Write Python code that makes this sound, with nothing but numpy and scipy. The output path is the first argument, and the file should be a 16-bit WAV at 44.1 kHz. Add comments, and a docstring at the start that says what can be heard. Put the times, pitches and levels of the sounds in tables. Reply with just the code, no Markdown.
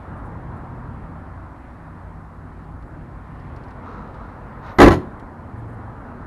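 """A far road roars and engines hum all through; faint brief puffs of treble noise and small plastic ticks come and go.
Then a car's steel hood is pulled down: gas hisses through its struts in slips, the hinges groan, air is pushed out.
It slams on its latch in a run of blows that ring damped steel modes, shake loose trim (chattering noise) and
dip the car on its springs, with echoes off parked cars. The small microphone overloads and hisses."""
import sys
import numpy as np
from scipy import signal
from scipy.fft import rfft, irfft, next_fast_len
from scipy.io import wavfile
from scipy.ndimage import uniform_filter1d, map_coordinates

SR = 44100
rng = np.random.default_rng(int(sys.argv[2]) if len(sys.argv) > 2 else 0)


def file_out(sig):
    """Save sig as 16-bit WAV at sys.argv[1]."""
    # one column per channel
    cols = np.atleast_2d(sig).T
    # limit, then scale
    lim = np.clip(cols, -1, 1)
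    pcm = np.round(lim * 32767).astype(np.int16)
    wavfile.write(sys.argv[1], SR, pcm)


N = 276418
T = np.arange(N) / SR


def amp(db):
    """Decibels to gain."""
    return 10 ** (np.asarray(db) / 20)


def unit(x):
    """Scaled to rms 1."""
    return x / np.sqrt(np.mean(x ** 2) + 1e-20)


def along(points, hz):
    """(Hz, value) points read along a log frequency axis."""
    f, v = np.transpose(points)
    return np.interp(np.log(hz + 1), np.log(f + 1), v)


def curves(rows):
    """One value per sample for each column after the time."""
    s, *cols = np.transpose(rows)
    return [np.interp(T, s, c) for c in cols]


def wobble(rate):
    """A smooth random curve, rate knots a second."""
    knots = rng.standard_normal(int(N * rate / SR) + 4)
    return map_coordinates(knots, [T * rate])


def gate(start, end, fade):
    """1 from start to end, fading to 0 outside."""
    return np.clip(np.minimum(T - start, end - T) / fade + 1, 0, 1)


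def swell(start, peak, end):
    """A smooth rise to 1 and fall to 0."""
    return np.sin(np.pi / 2 * np.interp(T, [start, peak, end], [0, 1, 0]))


def filtered(x, response):
    """x times a response of frequency."""
    m = next_fast_len(len(x) + 8192)
    return irfft(rfft(x, m) * response(np.fft.rfftfreq(m, 1 / SR)), m)[:len(x)]


def resonances(modes):
    """The summed response of (Hz, width, dB) resonances, with alternating signs."""
    def response(f):
        total = 0
        for k, (centre, width, db) in enumerate(modes):
            damping = 1j * f * width
            total = total + (-1) ** k * amp(db) * damping / (centre * centre - f * f + damping + 1e-9)
        return total
    return response


def rush(spectrum, patchy_db):
    """Noise of rms 1, shaped by a spectrum, with time-frequency patches of random gain."""
    z = signal.stft(rng.standard_normal(N + 512), nperseg=512)[2]
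    across_pitch = uniform_filter1d(rng.standard_normal(z.shape), 5, 0)
    patches = unit(uniform_filter1d(across_pitch, 14, 1))
    noise = signal.istft(z * amp(patchy_db * patches), nperseg=512)[1][:N]
    return unit(filtered(noise, lambda hz: amp(along(spectrum, hz))))


def tone(hz, db, waver_db, drift):
    """A sine around the given rms level, unsteady in pitch and loudness."""
    phase = 2 * np.pi * np.cumsum(hz * (1 + drift * wobble(9))) / SR
    level = np.sqrt(2) * amp(db + waver_db * wobble(7))
    return level * np.sin(phase + rng.uniform(0, 2 * np.pi))


def ringing(modes, t, attack, scatter_db, detune):
    """Damped modes, at new strengths, signs and slightly new pitches as each blow flexes the steel."""
    luck = rng.standard_normal((len(modes), 3))
    total = 0
    for (hz, db, t60), (strength, shift, sign) in zip(modes, luck):
        decay = amp(db + scatter_db * strength - 60 * t / t60)
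        total = total + np.sign(sign) * decay * np.sin(2 * np.pi * hz * (1 + detune * shift) * t)
    return (1 - np.exp(-t / attack)) * total


def traffic():
    """A far road: exhaust rumble, a middle drone, tyre roar and tyre sizzle as four drifting noise bands."""
    # the road's swells: t/s, rumble level/dB, middle drone level/dB, tyre roar level/dB, tyre sizzle level/dB
    road_levels = [(0, -42, -45, -43, -58.5), (.2, -36.5, -45, -41, -60), (.9, -38, -47.5, -43, -60),
                   (1.42, -39.5, -54, -44.5, -62), (2.2, -41, -52.5, -45.5, -62.5),
                   (2.8, -40.5, -53, -47, -62.5), (3.28, -41, -51.5, -45.5, -60),
                   (3.6, -40, -46.5, -44, -57), (4.05, -38, -43.5, -43.5, -59.5),
                   (4.6, -40, -45.5, -42, -58), (5.12, -38, -44, -41.5, -60),
                   (5.4, -38.5, -46.5, -45, -61.5), (5.75, -38, -46, -42.5, -59.5),
                   (6.27, -38.5, -45, -41, -60.5)]
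    # exhaust rumble: f/Hz, relative level per Hz/dB
    rumble_spectrum = [(12, -54), (20, -12.5), (40, -5), (91, -3.5), (167, -8), (188, -19.5), (238, -8),
                       (375, -16), (450, -26.5), (580, -60), (990, -120)]
    # middle drone: f/Hz, relative level per Hz/dB
    drone_spectrum = [(200, 12.5), (330, -4.5), (480, 4), (700, -10), (1000, -9.5)]
    # tyre roar: f/Hz, relative level per Hz/dB
    tyre_spectrum = [(320, -30), (550, -3.5), (688, -1), (1020, 0), (1150, -2.5), (1380, -4), (1800, -12.5),
                     (2340, -31), (3960, -120)]
    # tyre sizzle: f/Hz, relative level per Hz/dB
    sizzle_spectrum = [(1060, -39), (1800, 0), (2160, -5), (2920, -15.5), (4130, -23.5), (6000, -37),
                       (7800, -44), (13200, -120)]
    rumble_db, drone_db, tyre_db, sizzle_db = curves(road_levels)
    drone_band = [(22, -120), *drone_spectrum, (3000, -120)]
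    rumble = amp(rumble_db + 0.83 * wobble(4.03)) * rush(rumble_spectrum, patchy_db=0.43)
    drone = amp(drone_db + 1.34 * wobble(3.996)) * rush(drone_band, patchy_db=0.3)
    tyres = amp(tyre_db + 0.63 * wobble(6)) * rush(tyre_spectrum, patchy_db=1.1)
    sizzle = amp(sizzle_db + 0.6 * wobble(6)) * rush(sizzle_spectrum, patchy_db=1.3)
    return rumble + drone + tyres + sizzle


def engines():
    """Wavering sines: an idle near by that sinks once, and gliding engine notes that come and go on the road."""
    # steady orders of the idling engine: f/Hz, level/dB
    idle_orders = [(60, -47), (90, -44)]
    # engines on the road: start t/s, end t/s, first f/Hz, last f/Hz, level/dB
    road_notes = [(.1, .6, 52.1, 52, -47), (.1, 0.957, 126, 126.2, -42), (0.105, 1.456, 167, 163.2, -45),
                  (.15, 1.1, 221, 221, -51), (1.8, 3.448, 163, 159.9, -47), (2.05, 4.6, 50.9, 50.87, -45.5),
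                  (2.9, 3.797, 125.1, 132.8, -46), (4.352, 4.6, 134.8, 138, -46),
                  (5.55, 5.894, 114.2, 111.6, -37), (6.05, 6.398, 241.4, 236.5, -45.5)]
    drift = 0.005  # pitch unsteadiness, as a fraction
    fade_db = -3.5 * gate(3.8, N / SR, fade=0.6)  # the idle sinks as the listener steps back, done by 3.8 s
    out = sum(tone(hz, db + fade_db, waver_db=1.5, drift=drift) for hz, db in idle_orders)
    for start, end, first_hz, last_hz, db in road_notes:
        glide_hz = np.interp(T, [start, end], [first_hz, last_hz])
        out = out + gate(start, end, fade=0.05) * tone(glide_hz, db, waver_db=2.0, drift=drift)
    return out


def treble_puffs():
    """Faint brief puffs of treble noise: a broad resonance shapes the noise, each puff swells and fades quickly."""
    # puffs: peak t/s, level/dB
    puffs = [(.184, -74), (.268, -71), (.575, -74), (5.594, -72), (5.7, -72), (5.742, -73)]
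    rise_s, fall_s = 0.03, 0.015
    treble = resonances([(9500, 6000, 0)])
    noise = unit(filtered(rng.standard_normal(N), lambda f: treble(f) ** 2))
    return sum(amp(db) * swell(s - rise_s, s, s + fall_s) for s, db in puffs) * noise


def ticks():
    """Plastic trim ticks under a hand: a short pitched noise burst, a brighter snap and a dull knock."""
    # clacks: t/s, level/dB, pitch f/Hz, bright snap level/dB (relative)
    clacks = [(2.639, -68, 3800, -10), (2.823, -64, 3940, -12), (3.397, -63, 4760, -14),
              (3.49, -77, 4900, -17), (3.561, -56, 4500, -10), (3.636, -60, 4450, -27),
              (3.682, -65, 4670, -18), (3.706, -57.5, 4140, -18), (4.143, -59, 4170, -14),
              (4.665, -58, 3290, -16), (5.196, -56, 3300, -2)]
    out, t = np.zeros(N + SR), T[:SR // 20]
    for s, db, hz, snap_db in clacks:
        envelope = amp(-60 * t / 0.049) * (1 - np.exp(-t / 0.0009))
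        burst = rng.standard_normal((3, len(t))) * envelope
        plastic = resonances([(hz, 2100, 4.6)])
        pitched = filtered(burst[0], lambda f: plastic(f) ** 3)
        snap = amp(snap_db) * filtered(burst[1], resonances([(6000, 9000, 0)]))
        knock = filtered(burst[2], resonances([(1400, 710, 16)]))
        out[round(s * SR):][:len(t)] += amp(db) * (pitched + snap + knock)
    return out[:N]


def struts():
    """Gas forced through the strut valves in slips, a dull groan of the hinges and air pushed out of the bay."""
    # hood moves: start t/s, fastest t/s, stop t/s, hiss level/dB, groan level/dB, air level/dB, creak 0-1
    moves = [(3.82, 3.9, 4.13, -66.5, -42, -48.5, .7), (4.047, 4.205, 4.45, -73.5, -48, -53.5, .1),
             (4.61, 4.693, 4.75, -60, -43.5, -41, 0.25)]
    # valve hiss resonances: f/Hz, width/Hz, relative level/dB
    valve_modes = [(3860, 430, 8), (5960, 4100, -7)]
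    # hinge groan resonances, before squaring: f/Hz, width/Hz, relative level/dB
    hinge_modes = [(945, 144, 0), (1302, 220, -0.5)]
    # air squeezed out of the bay, before squaring: f/Hz, width/Hz, relative level/dB
    air_modes = [(546, 490, 0.5), (1520, 1220, 0)]
    slip_rate, slip_scatter, slip_sharpness = 94, 0.04, 6  # slips a second, unevenness, how brief each is
    valve, hinge, bay = resonances(valve_modes), resonances(hinge_modes), resonances(air_modes)
    hiss = unit(filtered(rng.standard_normal(N), lambda f: valve(f) / (1 + (f / 7300) ** 24)))
    groan = unit(filtered(rng.standard_normal(N), lambda f: hinge(f) ** 2))
    air = unit(filtered(rng.standard_normal(N), lambda f: np.abs(bay(f)) ** 2))
    turns = np.cumsum(slip_rate * (1 + slip_scatter * wobble(40))) / SR
    slips = unit(np.abs(np.sin(np.pi * turns)) ** slip_sharpness)
    out = np.zeros(N)
    for start, peak, end, hiss_db, groan_db, air_db, creak in moves:
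        jerk = 1 + np.clip(creak, 0, 1) * (slips - 1)  # 0 hisses evenly, 1 hisses only in slips
        sound = jerk * amp(hiss_db) * hiss + amp(groan_db) * groan + amp(air_db) * air
        out += swell(start, peak, end) * sound
    return out


def slam():
    """Each contact rings sheet, ribs, catch and body and sets the loose trim shaking; the car dips once."""
    # latch, bumpers and bounces: t/s, steel on steel level/dB, push level/dB
    blows = [(4.7853, -8, -6.5), (4.7915, -22, -2.5), (4.801, -3, -2.5), (4.815, -1.5, 0), (4.8292, -5, -1),
             (4.8423, -10, -1), (4.8594, -10, -5.5), (4.8743, -10, -1.5), (4.881, -11.5, -3),
             (4.9063, -14.5, -4.5), (4.917, -17.5, -6), (4.928, -17.5, -16), (4.9446, -36, -14.5),
             (4.9641, -44, -13.5)]
    # the wide sheet: f/Hz, relative level/dB, t60/s
    panel_modes = [(222.4, -6.5, 0.096), (296, -7, 0.13), (339, -2, 0.11), (364, -3.5, 0.062),
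                   (426.6, -10, 0.16), (514, -15.5, 0.071), (565, -9.5, 0.089)]
    # the ribs: f/Hz, relative level/dB, t60/s
    rib_modes = [(636.4, -9.5, 0.1), (733, -7, 0.14), (833.7, -3, 0.085), (944, -9, 0.065),
                 (1052, -8, 0.17), (1137, -9, 0.1), (1302, -4.5, 0.053), (1491, -8, 0.057),
                 (1703, -7, 0.062), (1952, -7, 0.071), (2318, -18.5, 0.076)]
    # the steel catch: f/Hz, relative level/dB, t60/s
    catch_modes = [(2614, -13, 0.084), (4034, -9, 0.026), (5670, -13, 0.036), (6900, -14, 0.021)]
    # the engine bay: f/Hz, relative level/dB, t60/s
    bay_modes = [(73, -13, 0.096), (90, -3, .11), (130.5, -5.5, 0.13), (173, -10, 0.097)]
    # the front springs, before the slow swell: f/Hz, level/dB, t60/s
    spring_modes = [(53, 3, 0.18)]
    # rattle of the loose trim: f/Hz, relative level per Hz/dB
    rattle_spectrum = [(290, -27), (500, 4.5), (739, 0.5), (1070, -7), (1150, -11), (1400, -3), (1530, -2),
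                       (2500, -21), (3250, -50), (5500, -120)]
    # bright jingle of the loose trim: f/Hz, relative level per Hz/dB
    jingle_spectrum = [(1470, -32), (2500, -4), (4320, -7), (5670, -17), (6820, -12.5), (7620, -23),
                       (11400, -21), (12100, -19), (15700, -53), (22000, -120)]
    boom_db, catch_db, thump_db, rattle_db, jingle_db = 1.8, -12.5, -2.5, -9, -18  # over each blow
    rattle_t60_s, jingle_t60_s = 0.11, 0.11  # loose trim settles after a blow
    dip_s, dip_rise_s = 4.795, 0.039  # weight comes onto the springs; its swell passes unity gain this much later
    seal_s, seal_db, seal_grip_s = 4.884, -10.5, 0.011  # the rubber seal grips and damps

    sheet, out, rattle_power, jingle_power = np.zeros((4, N))
    t = T[:SR // 2]
    sealed = amp(seal_db * gate(seal_s + seal_grip_s, N / SR, fade=seal_grip_s))
    for s, steel_db, push_db in blows:
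        at = round(s * SR)
        boom = ringing(panel_modes, t, attack=0.0013, scatter_db=1.0, detune=0.016)
        clang = ringing(rib_modes, t, attack=0.0016, scatter_db=2, detune=0.0256)
        catch = ringing(catch_modes, t, attack=0.00058, scatter_db=3.0, detune=0.023)
        thump = ringing(bay_modes, t, attack=0.0027, scatter_db=3.0, detune=0.021)
        sheet[at:][:len(t)] += amp(push_db + boom_db) * boom
        steel = amp(steel_db) * clang + amp(steel_db + catch_db) * catch
        out[at:][:len(t)] += steel + amp(push_db + thump_db) * thump
        # the seal damps only the trim that was already shaking when it gripped
        grip = sealed[at:][:len(t)] if s < seal_s else 1
        onset = (1 - np.exp(-t / 0.0011)) * grip
        rattle_power[at:][:len(t)] += (amp(steel_db + rattle_db - 60 * t / rattle_t60_s) * onset) ** 2
        jingle_power[at:][:len(t)] += (amp(steel_db + jingle_db - 60 * t / jingle_t60_s) * onset) ** 2
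    dip = ringing(spring_modes, t, attack=0.005, scatter_db=1.0, detune=0.021)
    sheet[round(dip_s * SR):][:len(t)] += (t / dip_rise_s) ** 2 * dip
    chatter = amp(2.2 * wobble(300))  # many small contacts, not an even hiss
    rattle = np.sqrt(rattle_power) * rush(rattle_spectrum, patchy_db=1.5)
    jingle = np.sqrt(jingle_power) * rush(jingle_spectrum, patchy_db=1.0)
    return out + sheet * sealed + chatter * (rattle + jingle)


def lot(x):
    """Echoes off parked cars: a decaying noise tail in which each frequency dies at its own speed."""
    # echo decay: f/Hz, t60/s
    echo_decay = [(100, 0.58), (1000, 0.25), (3800, 0.33), (6000, 0.26), (10000, 0.33)]
    hz, t, z = signal.stft(rng.standard_normal(SR // 2), SR, nperseg=256)
    decay = amp(-60 * t / along(echo_decay, hz)[:, None])
    tail = signal.istft(z * decay, SR, nperseg=256)[1]
    delayed = np.pad(x, (700, 0))  # 16 ms before the first echo
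    return signal.fftconvolve(delayed, tail / np.linalg.norm(tail))[:N]


def scene():
    """Road and engines under the treble puffs, the ticks, the moving hood, its slam and the slam's echoes."""
    hood = slam()
    around = traffic() + engines() + treble_puffs() + ticks()
    return (around + struts() + hood + amp(-16) * lot(hood))[None]


def record(dry):
    """The input clips at its ceiling, adds its hiss and keeps nothing above its band limit."""
    # microphone self-noise: f/Hz, relative level per Hz/dB
    hiss_spectrum = [(2350, -36), (4000, -2.5), (6180, -9), (8020, -8), (10800, -9), (12200, -10.5),
                     (15900, -41), (22000, -120)]
    hiss_db, top_hz = -74.5, 12150  # hiss level ahead of the band limit
    clipped = np.clip(dry[0], -0.98, 0.98)
    hiss = amp(hiss_db) * rush(hiss_spectrum, patchy_db=0.5)
    return filtered(clipped + hiss, lambda hz: hz < top_hz)[None]


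dry = scene()
out = record(dry)
file_out(out)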